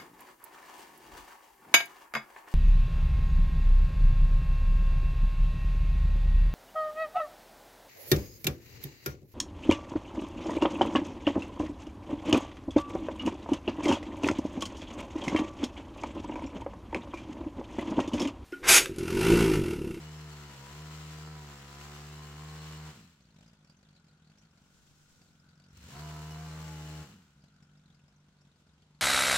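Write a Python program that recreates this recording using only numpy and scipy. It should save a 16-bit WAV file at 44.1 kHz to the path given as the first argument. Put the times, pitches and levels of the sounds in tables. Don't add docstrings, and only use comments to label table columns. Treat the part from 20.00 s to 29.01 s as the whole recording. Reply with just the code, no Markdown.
import sys
import numpy as np
from scipy import signal
from scipy.fft import rfft, irfft, next_fast_len
from scipy.io import wavfile
from scipy.ndimage import uniform_filter1d

SR = 44100
rng = np.random.default_rng(int(sys.argv[2]) if len(sys.argv) > 2 else 0)


def master_out(mix):
    frames = np.transpose(np.atleast_2d(mix))
    ceiling = np.clip(frames, -1, 1)
    pcm = np.round(ceiling * 32767).astype(np.int16)
    wavfile.write(sys.argv[1], SR, pcm)


N = 397341
T = np.arange(N) / SR
FULL_HZ, IDLE_HZ = 80.3, 23.476

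# (opens [s], flat out [s], shuts [s], boom [dB], bark [dB], snarl [dB], snarl drift [dB/s])
BURSTS = [(-.3, -.03, 2.896, -49.5, -69.5, -65.5, 0.5), (5.69, 5.973, 7.019, -47.5, -69, -57, -11)]
# (time [s], peak [dB])
HEAVY_POPS = [(3.207, -58), (3.255, -56), (3.364, -51), (3.388, -51), (3.410, -53), (3.481, -54),
              (3.533, -51.5), (3.648, -55), (3.699, -52.5), (3.770, -57), (3.833, -58), (3.889, -57),
              (3.93, -57), (4.045, -55), (4.093, -60), (4.151, -63), (4.247, -60), (4.300, -55),
              (4.357, -55.5), (4.435, -54), (4.489, -62), (4.58, -55), (4.62, -55), (4.705, -60),
              (4.877, -59), (5.101, -60), (5.216, -54), (5.309, -58), (5.444, -56.5), (5.600, -61),
              (7.365, -61), (7.44, -52), (7.484, -55), (7.563, -55), (7.627, -51), (7.695, -58),
              (7.816, -60), (7.904, -54), (8.085, -58), (8.286, -55), (8.473, -56), (8.623, -59),
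              (8.693, -58), (8.825, -57)]
# (time [s], peak [dB])
IDLE_SPELLS = [
    [(3.17, -69), (3.33, -59), (3.43, -54.5), (3.59, -62), (3.72, -60), (4.42, -59.5), (5.02, -63),
     (5.2, -61), (5.72, -56)],
    [(7.28, -80), (7.38, -60.5), (7.87, -56), (8.35, -59), (8.75, -58), (9.0, -59.5)],
]
# (frequency [Hz], width [Hz], level [dB])
MUFFLER_MODES = [(74, 30, 2.5), (155, 26, -2), (185, 130, -3)]


def firing_rate(pick_up_hz_per_s=280, coast_s=.175):
    # (time [s], firing rate [Hz])
    first_cut = [(0.0, 76.65), (0.23, 76.34), (0.44, 72.86), (0.6, 68.1), (0.69, 70.07), (0.8, 76.3),
                 (1.16, 77), (1.32, 77.2), (1.6, 69.2), (1.66, 69.88), (1.77, 71.3), (2.19, 75.22),
                 (2.32, 73.04), (2.42, 76.46), (2.86, 77.22), (2.91, 76.27)]
    second_cut = [(5.96, 71.13), (6.023, 76.65), (6.211, 76.7), (6.45, 79.06), (6.518, 77.47),
                  (6.644, 78.72), (6.8, 76.42), (7.035, 77)]
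    hz = np.full(N, IDLE_HZ)
    for cut in (first_cut, second_cut):
        s, cut_hz = np.transpose(cut)
        above_idle = np.interp(T, s, cut_hz) - IDLE_HZ - pick_up_hz_per_s * np.maximum(s[0] - T, 0)
        coasting = np.exp(-np.maximum(T - s[-1], 0) / coast_s)
        hz = np.maximum(hz, IDLE_HZ + above_idle * coasting)
    return hz


def crank(hz):
    hunting = 1 + .00239 * walk(25) + .02 * walk(20) * (hz < 35)
    turns = np.cumsum(2 * hz * hunting) / SR
    pop_s = np.array(HEAVY_POPS)[:, 0]
    slip = np.unwrap(np.interp(pop_s, T, turns) % 1, period=1)
    return turns - np.interp(T, pop_s, slip)


def boom(turns, hz):
    # (frequency [Hz], gain [dB])
    flanks = [(68, -12), (72, -5.5), (77, -3.5), (136, -2.5), (140, -7.5), (146, -2.5), (152, 1.5),
              (157, 2.7)]
    shaft = undb(curve(2 * hz, flanks)) * np.cos(2 * np.pi * turns)
    firing = undb(curve(hz, flanks)) * np.sin(np.pi * turns + np.pi / 4)
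    gain = sum(undb(db) * envelope(start, end, .055, .026) for _, start, end, db, *_ in BURSTS)
    return np.sqrt(2) * (shaft + firing) * gain


def bark(turns, hz, honk_width_hz=38, smear_rad=.547):
    # (frequency [Hz], level [dB])
    exhaust_eq = [(205, 8), (218, 9), (228, 5.5), (275, 0), (308, 5), (342, -1.5), (362, 8.5), (385, 4),
                  (410, -6.5), (440, 4), (485, 5.5), (510, -2.5), (540, -2.5), (590, -9.5), (680, 0),
                  (830, -3), (1020, 0), (1220, -4.5), (1310, .5), (1600, -5.5), (1820, -5), (2400, -10)]
    # (start [s], end [s], centre [Hz], gain [dB])
    honks = [(0, 1.402, 975, 7), (.85, 1.3, 1280, 4.5), (1.5, 1.85, 866, -2), (1.5, 1.898, 986, 8),
             (1.754, 2.099, 710, 4.5), (1.853, 2.1, 810, 6.5), (2.4, 2.901, 770, 4.5), (2.4, 2.9, 1140, 3),
             (2.19, 2.686, 1062, 10), (2.7, 2.9, 1500, 5), (5.95, 6.451, 713, 11.5), (5.95, 6.3, 910, 8.5),
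             (5.95, 6.349, 1005, 9), (5.95, 6.195, 1340, 11), (6.35, 6.65, 1190, 9.5),
             (6.45, 7.051, 846, 11.5), (6.55, 7.05, 612, 10.5), (6.706, 7.051, 303.2, 5.5),
             (6.45, 7.05, 954, -14), (.8, 1.3, 870.4, -17), (1.354, 1.753, 732, 5), (1.7, 2.1, 1220, 6),
             (6.0, 6.7, 1545, 7)]
    gain = sum(undb(db) * envelope(start, end, .064, .073) for _, start, end, _, db, *_ in BURSTS)
    on = gain > gain.max() / 1000
    firing_phase = np.pi * turns + .008 * walk(110)
    gain = gain * undb(.9 * walk(90))
    bands = [(at_hz, db * gate(start, end, fade_s=.039)[on]) for start, end, at_hz, db in honks]
    stereo = np.zeros((2, N))
    for k in range(3, 32):
        tone_hz = k * hz[on]
        low_hz, high_hz = tone_hz.min() - 2 * honk_width_hz, tone_hz.max() + 2 * honk_width_hz
        honk_db = sum(db * np.exp(-((tone_hz - at_hz) / honk_width_hz) ** 2)
                      for at_hz, db in bands if low_hz < at_hz < high_hz)
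        astray = np.clip((k * FULL_HZ - 200) / 700, 0, 1)
        waver_db = astray * (1.8 * walk(7)[on] + 1.2 * walk(25)[on])
        level = undb(curve(tone_hz, exhaust_eq) + honk_db + waver_db)
        lag = smear_rad * (min(k, 9) - 3) ** 2
        phase = k * firing_phase[on] - lag + (.3 + .6 * astray) * walk(2)[on]
        side = .48 * astray * np.cos(phase + 2 * walk(1.43)[on])
        stereo[:, on] += level * (np.cos(phase) + np.array([side, -side]))
    return np.sqrt(2) * stereo * gain


def snarl(turns, hz, sag_db_per_hz=-.7):
    # (frequency [Hz], level [dB])
    gas_eq = [(350, -25.5), (600, 2), (800, 4), (1020, 7.5), (1200, -3), (1400, -3), (1900, -14),
              (3000, -18), (6000, -27)]
    firings = strokes(turns, weak_db=-14, scatter_db=2, jitter_s=.0002)
    gas = colour(unit(hiss() * tail(firings, decay_s=.003)), gas_eq)
    gain = 0
    for _, start, end, _, _, db, drift in BURSTS:
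        held_s = np.clip(T, start, end)
        sag_db = sag_db_per_hz * (FULL_HZ - np.interp(held_s, T, hz))
        gain += undb(db + drift * (held_s - start) + sag_db) * envelope(start, end, .15, .024)
    return gas * gain


def spit(turns, trim_db=-6.5):
    # (frequency [Hz], level [dB])
    spit_eq = [(500, 9), (1400, -18), (3000, -14), (6500, 4), (9500, -6.5), (15000, -7)]
    puffs = hiss() * tail(strokes(turns, weak_db=-9, scatter_db=2.5, jitter_s=.0001), decay_s=.006)
    gain = sum(undb(snarl_db + trim_db) * envelope(opens + .093, shuts, .086, .091)
               for opens, _, shuts, _, _, snarl_db, _ in BURSTS)
    return colour(unit(puffs), spit_eq) * gain


def chain(turns, hz, rasp_db=-54, ring_db=-59, grip_s=.25):
    # (frequency [Hz], level [dB])
    rasp_eq = [(30, -8.5), (200, -2), (600, -7), (1100, -1.8), (1500, -.5), (2400, -1.3), (2900, -.5),
               (3500, -2.7), (4400, -4.5), (6300, -5.7), (7600, -4.2), (9200, -15.2), (12000, -15.7),
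               (15500, -16.2)]
    surge = 1 + .023 * np.cos(np.pi * turns - 1) + .0062 * np.cos(2 * np.pi * turns - 1)
    grains = unit(hiss() * surge * undb(1.25 * walk(440) + .88 * walk(30) + .69 * walk(6)))
    rasp = undb(rasp_db) * colour(grains, rasp_eq)
    damping_db = .57 * np.clip(FULL_HZ - hz, 0, 10)
    ringing = undb(ring_db - damping_db) * metal(hiss() * surge)
    clutch = sum(envelope(opens + grip_s, shuts, grip_s, .13) for opens, _, shuts, *_ in BURSTS)
    return (rasp + ringing) * clutch


def metal(x):
    # (frequency [Hz], base width [Hz], level [dB])
    modes = [(2665, 50, -1), (2926, 40, 5.5), (4160, 130, 1), (4340, 90, 1), (4720, 220, -3),
             (5340, 160, -4.5), (7410, 85, -1)]
    return unit(sum(undb(db + 2.5 * walk(22) + 2 * walk(3)) * ring(ring(x, hz, 1.5 * width), hz, 4 * width)
                    for hz, width, db in modes))


def gulps(turns, level_db=-54.5):
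    hz, width, _ = MUFFLER_MODES[0]
    firings = strokes(turns, weak_db=-15, scatter_db=4, jitter_s=.00082)
    thuds = ring(ring(firings, hz, width), hz, width)
    gain = sum(envelope(opens + .15, opens + .16, .15, .032) for opens, *_ in BURSTS)
    return undb(level_db) * even_out(thuds, SR // 7) * gain


def sputter(turns, level_db=-54):
    puffs = muffler(strokes(turns, weak_db=-3, scatter_db=1.5, jitter_s=.0009))
    gain = 0
    for opens, start, shuts, *_ in BURSTS:
        above_idle = envelope(start, shuts + .12, start - opens, .086)
        flat_out = envelope(start, shuts, .043, .099)
        gain += above_idle * (1 - flat_out)
    return undb(level_db) * even_out(puffs, SR // 16) * gain


def strokes(turns, weak_db, scatter_db, jitter_s, count=1100):
    index = np.arange(count)
    size, lag = rng.standard_normal((count, 2)).T
    sizes = undb(weak_db * (index % 2) + scatter_db * size) * (index > turns[0]) * (index < turns[-1])
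    return pulses(np.interp(index, turns, T) + jitter_s * lag, sizes)


def muffler(beats, top_hz=265):
    kick = signal.unit_impulse(SR // 8)
    modes = sum(undb(db) * ring(kick, hz, width) for hz, width, db in MUFFLER_MODES)
    pop = signal.sosfilt(signal.butter(4, top_hz, fs=SR, output="sos"), modes)
    pop = ring(pop, hz=150, width_hz=240)
    height = np.abs(signal.hilbert(pop))
    return signal.oaconvolve(beats, -pop / height.max())[height.argmax():][:N]


def idle(turns, lead_s=.002, loose_db=-77, clink_db=-4):
    # (frequency [Hz], level [dB])
    clatter_eq = [(200, -25.5), (400, 2.5), (700, 3.5), (1100, -4), (1450, 2), (2000, -2), (2700, -3),
                  (3400, -5), (4700, -8.5), (6200, -4.5), (7500, -6.5), (9200, -16.5), (15000, -23.5)]
    clatter_levels = [-13.5, -14.5]
    s, size = idle_strokes(turns)
    beats, shaking = 0, 0
    for spell, clatter_db in zip(IDLE_SPELLS, clatter_levels):
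        start, end = spell[0][0], min(spell[-1][0], T[-1])
        sizes = size * (s > start) * (s < end)
        beats += pulses(s, sizes)
        ticks = uniform_filter1d(tail(pulses(s - lead_s, sizes), decay_s=.011), SR // 250)
        loose = undb(loose_db) * envelope(start, end, .1, .05)
        shaking += undb(clatter_db) * (ticks + loose)
    rattle = colour(hiss(), clatter_eq) + undb(clink_db) * clinks(s - 2 * lead_s)
    return muffler(beats) + rattle * shaking


def idle_strokes(turns, scatter_db=1.2, count=1100):
    # (time [s], level [dB])
    intake = [(4.45, 2.5), (4.7, -5.5), (5.3, -3), (5.45, 1), (7.88, 0), (8.0, -4.5), (8.55, -10),
              (8.7, -18)]
    index = np.arange(count)
    s = np.interp(index, turns, T)
    pop_s, pop_db = np.transpose(HEAVY_POPS)
    pop_turn = np.round(np.interp(pop_s, T, turns)).astype(int)
    last_pop = pop_turn[np.maximum(np.searchsorted(pop_turn, index, "right") - 1, 0)]
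    is_intake = (index - last_pop) % 2
    db = curve(s, np.vstack(IDLE_SPELLS)) + is_intake * curve(s, intake)
    db += scatter_db * rng.standard_normal(count)
    db[pop_turn] = pop_db
    return s, undb(db)


def clinks(stroke_s, centre_hz=4100, width_hz=600, scatter_oct=.3, scatter_db=3):
    links = np.clip(rng.standard_normal((len(stroke_s) + 1, 2)), -2, 2)
    pitch, size = links[np.searchsorted(stroke_s, T)].T
    shimmer = unit(signal.sosfilt(signal.butter(2, width_hz / 2, fs=SR, output="sos"), hiss()))
    tone = np.sqrt(2) * np.cos(2 * np.pi * np.cumsum(centre_hz * 2 ** (scatter_oct * pitch)) / SR)
    return shimmer * tone * undb(scatter_db * size)


def knocks(crack_trim_db=1, ring_decay_s=.019):
    # (time [s], crack [dB], ring [dB], ring pitch [Hz])
    hits = [(3.2048, -69, -64, 4420), (3.243, -74, -70, 4210), (3.362, -67, -62, 3950),
            (3.3867, -66, -68, 3620), (3.408, -62, -65, 3650), (3.430, -64, -68, 5000),
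            (3.478, -69, -59, 4930), (3.533, -69, -67, 4930), (3.6463, -67, -70, 4560),
            (3.6726, -68, -62, 4670), (3.697, -66, -54.5, 4780), (3.828, -65, -70, 4130),
            (3.887, -71, -60, 4400), (3.9291, -73, -65.5, 4350), (3.963, -65, -56.5, 4075),
            (4.082, -66, -62, 4260), (4.2459, -72, -64, 4390), (4.2992, -71, -63, 4640),
            (4.383, -66, -56, 5660), (4.4223, -65, -66, 4540), (4.5736, -68, -64, 4430),
            (5.216, -62, -59, 4650), (5.4888, -68, -58, 4640), (5.5983, -63, -62, 4680),
            (5.6386, -74, -58, 4680), (7.4393, -65, -69, 4500), (7.626, -70, -64, 5170),
            (7.9445, -69, -61, 4960), (8.08, -68, -63, 5200), (8.415, -68, -65, 5500),
            (8.82, -69, -66, 4570)]
    # (frequency [Hz], level [dB])
    crack_eq = [(200, -15), (600, 7), (1300, -9), (2600, 3), (3400, -7), (4800, -4), (6200, -8), (7500, -2),
                (9200, -18), (15000, -23)]
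    s, crack_db, _, _ = np.transpose(hits)
    snaps = tail(pulses(s, undb(crack_db + crack_trim_db)), decay_s=.007)
    out = colour(hiss() * uniform_filter1d(snaps, SR // 400), crack_eq)
    t = T[:SR // 10]
    for start, _, db, hz in hits:
        tone = ring(rng.standard_normal((3, len(t))) * np.exp(-t / ring_decay_s), hz, width_hz=260)
        i = int(start * SR)
        out[:, i:i + len(t)] += (undb(db) * tone / np.abs(tone).max())[:, :N - i]
    return out


def hum(hz=150.6):
    # (time [s], level [dB])
    levels = [(3.2, -74), (4.2, -70.5), (4.9, -76.5), (5.3, -74), (5.6, -65), (7.3, -69), (8.15, -67.5),
              (8.6, -73.5), (9.0, -68)]
    tone = np.sqrt(2) * np.sin(2 * np.pi * np.cumsum(hz + 4 * walk(9)) / SR)
    idling = sum(envelope(spell[0][0] + .1, spell[-1][0], .1, .05) for spell in IDLE_SPELLS)
    return tone * idling * swell(levels)


def foliage():
    # (start [s], end [s], attack [s], level [dB])
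    drags = [(4.815, 5.21, 0.38, -66.5), (8.59, 8.613, 0.039, -76)]
    # (frequency [Hz], level [dB])
    rustle_eq = [(200, 11.5), (500, -3.5), (1500, -5.5), (3000, -3.5), (7500, -1), (9200, -11),
                 (15500, -14.5)]
    grains = hiss() * undb(3 * np.minimum(rng.exponential(size=N), 3.5) + 1.2 * walk(70))
    gain = sum(undb(db) * envelope(start, end, attack, .52 * attack) for start, end, attack, db in drags)
    return colour(unit(grains), rustle_eq) * gain


def ambience(hush_db=-72.5):
    # (frequency [Hz], level [dB])
    hush_eq = [(25, -9), (70, 13.5), (160, -5), (330, -1.5), (600, -7.5), (1000, -4.5), (1800, -12),
               (3500, -10.5), (7500, -17.5), (9500, -24), (15000, -38.5)]
    # (time [s], level [dB])
    whirr_levels = [(0, -80), (4.0, -80.5), (5.6, -75), (7.4, -77.5), (9.0, -85)]
    hush = colour(hiss(), hush_eq) * undb(hush_db + walk(3))
    whirr = ring(ring(hiss(), hz=1460, width_hz=180), hz=1400, width_hz=350)
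    return hush + unit(whirr) * swell(whirr_levels) * undb(1.2 * walk(9))


def backyard(paths, lead_s=.00005, left_db=1.8):
    # (frequency [Hz], level [dB])
    scatter = [(60, -44), (160, 17.5), (300, -34.5), (600, 0), (1200, -2.5), (2500, 14), (8000, 6.5)]
    size = next_fast_len(N + 512, True) // 2 * 2
    hz = np.arange(size // 2 + 1) * SR / size
    spectra = rfft(paths, size)
    share = spectrum(scatter, size)
    direct = spectra[0] * np.exp(-2j * np.pi * hz * np.array([[0], [lead_s]]))
    balance = undb(np.array([[.5], [-.5]]) * left_db * hz / (hz + 700))
    return irfft(balance * (direct + share * spectra[1:]) / np.hypot(1, share), size)[:, :N]


def undb(db):
    return 10 ** (np.asarray(db) / 20)


def unit(x):
    return x / np.sqrt(np.mean(x ** 2))


def even_out(x, window):
    return x / np.sqrt(uniform_filter1d(x ** 2, window) + 1e-12)


def curve(x, points):
    return np.interp(x, *np.transpose(points))


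def envelope(start, end, attack_s, release_s):
    return np.clip(1 + (T - start) / attack_s, 0, 1) * np.exp(-np.maximum(T - end, 0) / release_s)


def gate(start, end, fade_s):
    outside = np.maximum(start - T, 0) + np.maximum(T - end, 0)
    return np.exp(-(outside / fade_s) ** 2)


def swell(points):
    return undb(curve(T, points)) * gate(points[0][0], points[-1][0], fade_s=.1)


def hiss():
    return rng.standard_normal((3, N))


def walk(rate):
    knots = rng.standard_normal(4096)
    return 1.2 * np.interp(T * rate, np.arange(len(knots)), knots)


def pulses(times, sizes):
    at = np.clip(np.asarray(times) * SR, 0, N - 2)
    whole = at.astype(int)
    late = at - whole
    return np.bincount(whole, sizes * (1 - late), N) + np.bincount(whole + 1, sizes * late, N)


def tail(x, decay_s):
    return signal.lfilter([1], [1, -np.exp(-1 / (decay_s * SR))], x)


def ring(x, hz, width_hz):
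    return signal.lfilter(*signal.iirpeak(hz, hz / width_hz, SR), x)


def spectrum(points, size):
    hz, db = np.transpose(points)
    return undb(np.interp(np.log(np.arange(size // 2 + 1) * SR / size + 1), np.log(hz), db))


def colour(x, points, size=4096):
    cepstrum = irfft(np.log(spectrum(points, size)))
    cepstrum[1:size // 2] *= 2
    cepstrum[size // 2 + 1:] = 0
    response = irfft(np.exp(rfft(cepstrum)))
    return signal.oaconvolve(np.atleast_2d(x), response[None] / np.linalg.norm(response), axes=1)[:, :N]


def scene():
    hz = firing_rate()
    turns = crank(hz)
    revving = boom(turns, hz) + snarl(turns, hz) + spit(turns) + chain(turns, hz)
    chugging = gulps(turns) + sputter(turns)
    idling = idle(turns) + hum() + knocks()
    return bark(turns, hz) + backyard(revving + chugging + idling + foliage() + ambience())


def record(dry, top_hz=15800):
    return signal.sosfilt(signal.ellip(10, .1, 70, top_hz, fs=SR, output="sos"), dry)


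dry = scene()
out = record(dry)
master_out(out)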